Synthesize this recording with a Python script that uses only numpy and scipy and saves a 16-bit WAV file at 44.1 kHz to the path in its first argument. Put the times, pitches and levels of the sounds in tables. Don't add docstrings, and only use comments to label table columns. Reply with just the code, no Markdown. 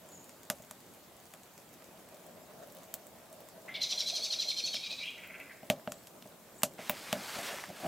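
import sys
import numpy as np
from scipy import signal
from scipy.fft import rfft, irfft, next_fast_len
from scipy.io import wavfile
from scipy.ndimage import uniform_filter1d, map_coordinates

SR = 44100
rng = np.random.default_rng(int(sys.argv[2]) if len(sys.argv) > 2 else 0)


def unload_wav(signal):
    wavfile.write(
        sys.argv[1],
        SR,
        np.round(np.clip(np.atleast_2d(signal).T, -1, 1) * 32767).astype(np.int16),
    )


def invert_db(x):
    u = np.asarray(x, float) / 20
    return 10 ** u


N = 347067
TOP_HZ = 15800


def unit(x):
    return x / np.sqrt(np.mean(x ** 2) + 1e-20)


def along(points, hz):
    f, v = np.transpose(points)
    return np.interp(np.log(hz + 1), np.log(f + 1), v)


def curves(rows):
    s, *cols = np.transpose(rows)
    return [np.interp(np.arange(N) / SR, s, c) for c in cols]


def wobble(rate, size=N):
    knots = rng.standard_normal(int(size * rate / SR) + 4)
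    return map_coordinates(knots, [np.arange(size) * rate / SR])


def filtered(x, response):
    m = next_fast_len(x.shape[-1] + 8192)
    return irfft(rfft(x, m) * response(np.fft.rfftfreq(m, 1 / SR)), m)[..., :x.shape[-1]]


def resonances(modes):
    def mode(f, c, w, db):
        return invert_db(db) * 1j * f * w / (c * c - f * f + 1j * f * w)

    return lambda f: sum((-1) ** k * mode(f, *row) for k, row in enumerate(modes))


def add(track, s, sound):
    part = track[..., round(s * SR):][..., :sound.shape[-1]]
    part += sound[..., :part.shape[-1]]


# (frequency [Hz], likeness [0-1])
COHERENCE = [(60, 1), (180, 0.8346), (550, 0.83), (1650, 0.56), (4970, 0.26), (15000, 0.58)]


def rush(response, patchy_db, alike=COHERENCE):
    z = signal.stft(rng.standard_normal((2, N)), nperseg=512)[2]
    field = uniform_filter1d(rng.standard_normal(z.shape[1:]), 6, 0)
    field = uniform_filter1d(field, 10, 1)
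    pair = signal.istft(z * invert_db(patchy_db * unit(field)), nperseg=512)[1][:, :N]

    def spread(hz):
        turn = np.arccos(np.clip(along(alike, hz), -1, 1)) / 2
        return (hz < TOP_HZ) * response(hz) * [np.cos(turn), np.sin(turn)]

    mid, side = filtered(pair, spread)
    return unit(np.array([mid + side, mid - side]))


def tail(t60s, seconds, side_db):
    hz, t, z = signal.stft(rng.standard_normal((2, round(seconds * SR))), SR, nperseg=64)
    mid, side = signal.istft(z * invert_db(-60 * t / along(t60s, hz)[:, None]), SR, nperseg=64)[1]
    side = invert_db(side_db) * side
    return np.array([mid + side, mid - side]) / np.linalg.norm(mid)


def scattered(sound, t60s, seconds, side_db):
    return signal.fftconvolve(sound[None], tail(t60s, seconds, side_db), axes=1)


# (time [s], firebox tone level [dB])
DRAUGHT = [(0, -61), (.5, -71), (1.6, -76), (2, -61), (2.54, -54.5), (3.04, -60.5), (3.66, -57.5),
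           (4.23, -55.5), (4.51, -62.5), (5.76, -64.5), (6.5, -64), (7.87, -65)]
# (frequency [Hz], level [dB per Hz])
HISS = [(15, -36), (25, -18), (113, -5), (169, -4), (390, -4), (616, -4), (2020, -15.5), (5920, -18.5),
        (7540, -16.5), (9610, -20), (14400, -17), (15600, -20.5)]


def flames():
    tone_db, = curves(DRAUGHT)
    low_db = -58.5 + 0.21 * (tone_db - tone_db.mean()) - 0.1 * np.arange(N) / SR
    low_db = low_db + 0.7 * wobble(2.81)
    tone_db = tone_db - 0.5 + 0.2 * wobble(7) + 3.05 * wobble(30)
    low = invert_db(low_db - 6) * rush(resonances([(168.0, 40, 3), (248, 260, -4.0)]), patchy_db=1.7)
    tone = invert_db(tone_db) * rush(resonances([(616.5, 88, 0)]), patchy_db=2.0)
    hiss = invert_db(-57) * rush(lambda hz: invert_db(along(HISS, hz)), patchy_db=1.52)
    return low + tone + hiss


# (time [s], peak level [dB])
TICKS = [(.0886, -46), (.2424, -40), (.2933, -42), (.4318, -41), (.622, -44), (.804, -46), (.9374, -44),
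         (1.255, -47.5), (1.433, -45), (1.5782, -40.5), (1.7294, -47), (2.1439, -45), (2.2647, -44),
         (2.7215, -41), (2.7685, -43), (2.8393, -45), (3.0678, -39.5), (3.2993, -55), (3.3276, -40),
         (3.4873, -44), (4.548, -49), (4.9121, -42), (5.1057, -44), (6.7365, -45), (6.971, -46.5),
         (6.992, -46)]
# (time [s], peak level [dB], centre frequency [Hz])
SPITS = [(2.6725, -43, 12600), (2.7492, -35.5, 15000), (2.9399, -21.5, 13940), (3.4046, -40, 13300),
         (5.2737, -37.5, 12500), (5.4, -38, 12730), (6.291, -46, 12900), (6.8957, -9, 14800),
         (6.8964, -25, 12500)]
# (frequency [Hz], T60 [s])
CRACK_T60 = [(500, 0.13), (1800, 0.058), (5000, 0.10848), (13000, 0.077)]


def ticks():
    tick_hz, spread = 7780, 0.047
    luck = rng.random((260, 3))
    scatter_db = -56 - 3.5 * np.log(luck[:, 1] + .05)
    scatter = np.c_[luck[:, 0] * N / SR, scatter_db, 7500 + 6000 * (2 * luck[:, 2] - 1) ** 3]
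    clear = np.c_[TICKS, tick_hz * np.exp(spread * rng.standard_normal(len(TICKS)))]
    out, t = np.zeros(N), np.arange(128) / SR
    for s, db, hz in [*clear, *SPITS, *scatter]:
        cycles = np.sin(2 * np.pi * hz * t) * invert_db(-60 * t * hz / 16)
        grit = rng.standard_normal(128) * invert_db(-60 * t / 0.0047)
        snap = cycles + .65 * min(tick_hz / hz, 1) ** 2 * grit
        add(out, s + .0007, invert_db(db + 2.0) * snap)
    return out + invert_db(-3.5) * scattered(out, CRACK_T60, .1, side_db=-50.0)[:, :N]


# (frequency [Hz], T60 [s])
TREES_T60 = [(2000, 0.77), (5000, 0.53), (10000, 1.0)]
# (time [s], length [s], pitch [Hz], level [dB], warble depth [Hz])
PEEPS = [
    (0.076, 0.16, 7020, -53.5, 302.4),
    (5.886, 0.055, 7450, -55.5, 700),
    (6.549, 0.05957, 7420, -53, 700),
]


def small_bird():
    out = np.zeros(N)
    for s, length, hz, db, depth_hz in PEEPS:
        t = np.arange(round(length * SR)) / SR
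        warble = depth_hz * np.exp(-t / (1.9 * length)) * np.sin(2 * np.pi * 35.5 * (t - .004))
        warble = warble + 180 * wobble(160, size=len(t))
        flutter_db = 4 * wobble(120, size=len(t))
        swell = np.abs(np.sin(np.pi * t / length)) ** 0.32
        tone = np.sin(2 * np.pi * np.cumsum(hz + warble) / SR)
        add(out, s, swell * invert_db(db + flutter_db) * tone)
    return invert_db(-4.0) * out + scattered(invert_db(-6) * out, TREES_T60, 0.37, side_db=-57.5)[:, :N]


# (frequency [Hz], width [Hz], level [dB])
BOX_LOW = [(200, 34, 14.3), (261, 16, 2.3), (150, 53, 0.79)]
BOX_HIGH = [(560.7, 45, 6), (597, 135, 5), (746, 207, -1.5), (400, 110, -21.5)]


def strikes(rows):
    out, low, high = np.zeros((2, N)), np.zeros(N), np.zeros(N)
    t = np.arange(round(.008 * SR)) / SR
    for s, db, body_db, ring_db, knock_db in rows:
        s += .001
        bounces = rng.standard_normal(len(t)) ** 3 * invert_db(-60 * t / 0.068) / (1 + (t / 0.002) ** 8)
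        bounces = bounces / np.linalg.norm(bounces)
        colour = resonances([(1137.6, 710, knock_db - db + 20.0), (2900, 1250, body_db - db + 19.5),
                             (7222, 3000, -0.8), (12500, 1800, -0.6), (15016, 770, -10)])
        snap = invert_db(db + 7.5) * filtered(1. * (t == 0), colour)
        add(out, s, snap + invert_db(-5) * signal.fftconvolve(snap, bounces)[:len(t)] * 2.62)
        add(out, s + 0.0016, invert_db(-3) * scattered(snap, CRACK_T60, .12, side_db=-51))
        add(low, s, invert_db(ring_db + 13.0) * np.hanning(24))
        add(high, s, -invert_db(ring_db + 27.0) * np.hanning(24))
    ring = filtered(low, resonances(BOX_LOW)) + filtered(high, resonances(BOX_HIGH))
    late = scattered(ring, [(200, 0.26), (700, 0.15)], .25, side_db=-43)[:, :N]
    return out + ring + invert_db(-5.5) * late


# (time [s], crack level [dB], body level [dB], box ring level [dB], knock level [dB])
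POPS = [(.4993, -12, -30, -38.5, -29), (.5975, -55, -67, -54.5, -61), (.637, -52, -59, -67, -58),
        (.7098, -27, -48, -54, -45), (1.3364, -34, -52, -60, -53), (1.347, -47, -59, -67, -55),
        (1.821, -52, -56, -61, -62), (2.785, -43, -57, -62, -71), (2.9392, -20, -44, -56.5, -53),
        (4.7416, -29, -38, -49.5, -46), (5.6299, -48, -59, -49, -59), (5.6994, -11.5, -24, -27.5, -27),
        (5.874, -44, -41.5, -37.5, -39), (5.9189, -24, -43, -50.5, -46), (6.0696, -30, -52, -68, -72),
        (6.2228, -41, -51.5, -63, -63), (6.2554, -58, -72, -51, -65), (6.6194, -35, -48, -77, -42),
        (6.632, -4.5, -25, -33.5, -26.5), (6.7894, -49.5, -57, -45.5, -48), (6.8952, -23.5, -29, -36, -27),
        (7.1272, -16, -28.5, -32.5, -31.5)]


def pops():
    return strikes(POPS)


def hoarse(length, start_hz, end_hz, db, rough_hz):
    n = round(length * SR)
    phase = 2 * np.pi * np.cumsum(np.linspace(start_hz, end_hz, n)) / SR
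    shiver = wobble(2 * rough_hz, size=n) + 0.29 * wobble(6 * rough_hz, size=n)
    shiver = shiver + 0.074 * wobble(16 * rough_hz, size=n)
    flutter = unit(.5 + shiver * np.clip(rough_hz / 200, .1, 3))
    swell = np.abs(np.sin(np.linspace(0, np.pi, n))) ** .5
    return invert_db(db) * swell * flutter * np.sin(phase)


# (time [s], whistle level [dB], main pitch [Hz])
RATTLE = [(3.8054, -23, 4200), (3.888, -29, 4180), (3.9751, -25.5, 4143), (4.0602, -21, 4220),
          (4.1361, -25, 4242), (4.2183, -25.5, 4460), (4.3007, -27, 4280), (4.3877, -19, 4183),
          (4.4728, -24, 4160), (4.559, -29.5, 4220), (4.6378, -22, 4374), (4.7241, -29, 4040)]
# (delay [s], length [s], start ratio, end ratio, level [dB], roughness [Hz])
SYLLABLE = [
    [(0, 0.0262, .96, 1.01, 0.5, 69.3), (0, 0.024, 1.7, 2.05, -26, 293), (0, 0.034, 2.98, 2.95, -31, 400)],
    [(.006, 0.018, .8, .74, -2.5, 69.43), (.028, .014, .8, .68, -11, 200),
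     (.036, 0.0181, .66, .51, -7, 103.5)],
    [(.02, 0.0275, 1.03, .85, -0.5, 450), (0.019, 0.033, 1.41, 1.38, -8.5, 220),
     (0.022, 0.0303, 1.22, 1.15, -9, 600), (0.0098, 0.0379, 1.5, 1.5, -14, 1300),
     (0.006, 0.056, 2.5, 1.8, -24, 1300), (0.0072, 0.032, 2.6, 3.1, -26, 1800),
     (0.0015, .05, 1.3, 1.1, -9, 1000)],
]
# (time [s], length [s], pitch [Hz], level [dB])
CROAKS = [
    (3.739, 0.039, 3445, -38),
    (4.823, 0.06, 3800, -40),
    (4.897, 0.0496, 3920, -39.5),
    (4.979, 0.069, 3880, -44),
]
# (start ratio, end ratio, level [dB], roughness [Hz])
CROAK = [(1, 1.01, -1, 106), (.67, .62, -4, 98), (0.94, 1.3, -3, 920), (1.2, 0.69, -4.5, 360),
         (1.4, 1.7, -14.5, 300)]
# (time [s], length [s], pitch [Hz], level [dB], roughness [Hz])
WHOOPS = [
    (4.989, .13, 2286, -43, 150),
    (5.03, 0.0683, 2790, -39, 351),
]
# (time [s], pitch [Hz], level [dB])
CLUCKS = [(3.677, 2110, -43.5), (5.17, 2280, -48), (5.23, 2420, -43.5), (5.292, 2220, -46.5),
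          (5.336, 2395, -45.5), (5.394, 2380, -45), (5.491, 2003, -48)]
# (time [s], length [s], pitch [Hz], level [dB], roughness [Hz])
WHEEZES = [
    (3.679, 0.024, 1900, -48, 905),
    (3.687, 0.21, 2900, -53, 923),
    (4.833, 0.28, 7100, -61.5, 2560),
    (5.168, 0.33, 1550, -60, 300),
    (5.485, .09, 1571, -66, 400),
]


def large_bird():
    out = np.zeros(N)
    for s, whistle_db, hz in RATTLE:
        since = s - RATTLE[0][0]
        levels_db = [whistle_db, -32 + 3.5 * since, -22 - 3.5 * since]
        for db, parts in zip(levels_db, SYLLABLE):
            for delay, length, start, end, part_db, rough in parts:
                pitch = hz * (1 + 0.0196 * rng.normal())
                note_db = db + part_db - 8 + 0.96 * rng.normal()
                add(out, s + delay, hoarse(length, start * pitch, end * pitch, note_db, rough))
    for s, length, hz, db in CROAKS:
        for start, end, part_db, rough in CROAK:
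            add(out, s, hoarse(length, start * hz, end * hz, db + part_db, rough))
    for s, length, hz, db, rough in WHOOPS:
        add(out, s, hoarse(length, hz, 1.11 * hz, db, rough))
    for s, hz, db in CLUCKS:
        add(out, s, hoarse(0.0315, hz, 0.97 * hz, db, rough_hz=384))
    for s, length, hz, db, rough in WHEEZES:
        add(out, s, hoarse(length, hz, hz, db, rough))
    return out + scattered(invert_db(-1) * out, TREES_T60, 0.37, side_db=-57.5)[:, :N]


# (time [s], level [dB])
SLEEVE = [(6.784, -54), (6.86, -54), (7.2, -52), (7.29, -49), (7.47, -46.5), (7.61, -51), (7.72, -60),
          (7.78, -56), (7.87, -52)]
# (frequency [Hz], level [dB per Hz])
CLOTH_DULL = [(88, -38), (150, -19.5), (363, -12), (414, -9.5), (454, -11.5), (2150, -10.5), (3500, -17.5),
              (4550, -36), (7700, -120)]
CLOTH_BRIGHT = [(2940, -7), (5000, -1.5), (6980, -3), (7930, -1.5), (9920, -7), (11900, -4.5), (15600, -14)]


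def sleeve():
    dull_db, = curves([(6.772, -80), *SLEEVE])
    since = np.clip(np.arange(N) / SR - SLEEVE[0][0], 0, None)
    late_db = -6.5 * np.exp(-since / 0.024)
    scrape_db = dull_db - 1.5 + late_db + 2.5 * wobble(25)
    bright_db = dull_db - 3.5 + late_db
    near = [(1000, .999)]
    dull = rush(lambda hz: invert_db(along(CLOTH_DULL, hz)), patchy_db=1.5, alike=near)
    scrape = rush(resonances([(3800, 2500, 0)]), patchy_db=-2.0, alike=near)
    bright = rush(lambda hz: invert_db(along(CLOTH_BRIGHT, hz)), patchy_db=1.0, alike=near)
    rubbing = invert_db(dull_db + 3.0) * dull + invert_db(scrape_db) * scrape + invert_db(bright_db + 2.5) * bright
    return invert_db(0.9853 * wobble(400)) * rubbing


# (time [s], low mode level [dB], box mode level [dB])
DOOR = [
    (7.175, -38.5, -43.5),
    (7.392, -49, -38.5),
    (7.52, -55, -46),
    (7.702, -45, -70),
    (7.854, -34.5, -32),
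]


def door():
    s, *levels_db = np.transpose(DOOR)[..., None]
    late = np.arange(N) / SR - s
    slope_db = np.where(late < 0, 350 * late, -248 * late)
    low_gain, box_gain = [invert_db(db + slope_db).sum(axis=0) for db in levels_db]
    shake = rng.standard_normal((2, N)) * invert_db(0.85 * wobble(80))
    low = unit(filtered(shake[0], resonances([*BOX_LOW, (360, 120, 5)])))
    box = unit(filtered(shake[1], resonances(BOX_HIGH)))
    return invert_db(-7.5) * low_gain * low + invert_db(-4.5) * box_gain * box


# (time [s], crack level [dB], body level [dB], box ring level [dB], knock level [dB])
KNOCKS = [(7.362, -40.5, -47.5, -45, -47), (7.3866, -29, -40.5, -44.5, -45), (7.5288, -41.5, -58, -48, -45),
          (7.5845, -42.5, -44, -55, -41), (7.6377, -49.5, -47, -68, -34), (7.6894, -44, -61, -50, -52),
          (7.7006, -45, -66, -45.5, -68), (7.8454, -48.5, -54, -45, -45.5), (7.8614, -51, -50, -40, -40)]


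def knocks():
    return strikes(KNOCKS)


def scene():
    return flames() + ticks() + small_bird() + pops() + large_bird() + sleeve() + door() + knocks()


def low_pass(x):
    return signal.sosfilt(signal.butter(12, 16820, fs=SR, output="sos"), x)


def record(dry):
    dry = filtered(dry, lambda hz: (1j * hz / (1j * hz + 30)) ** 2)
    mix = dry / (1 + np.abs(dry / .42) ** 3) ** (1 / 3)
    return low_pass(mix)


dry = scene()
out = record(dry)
unload_wav(out)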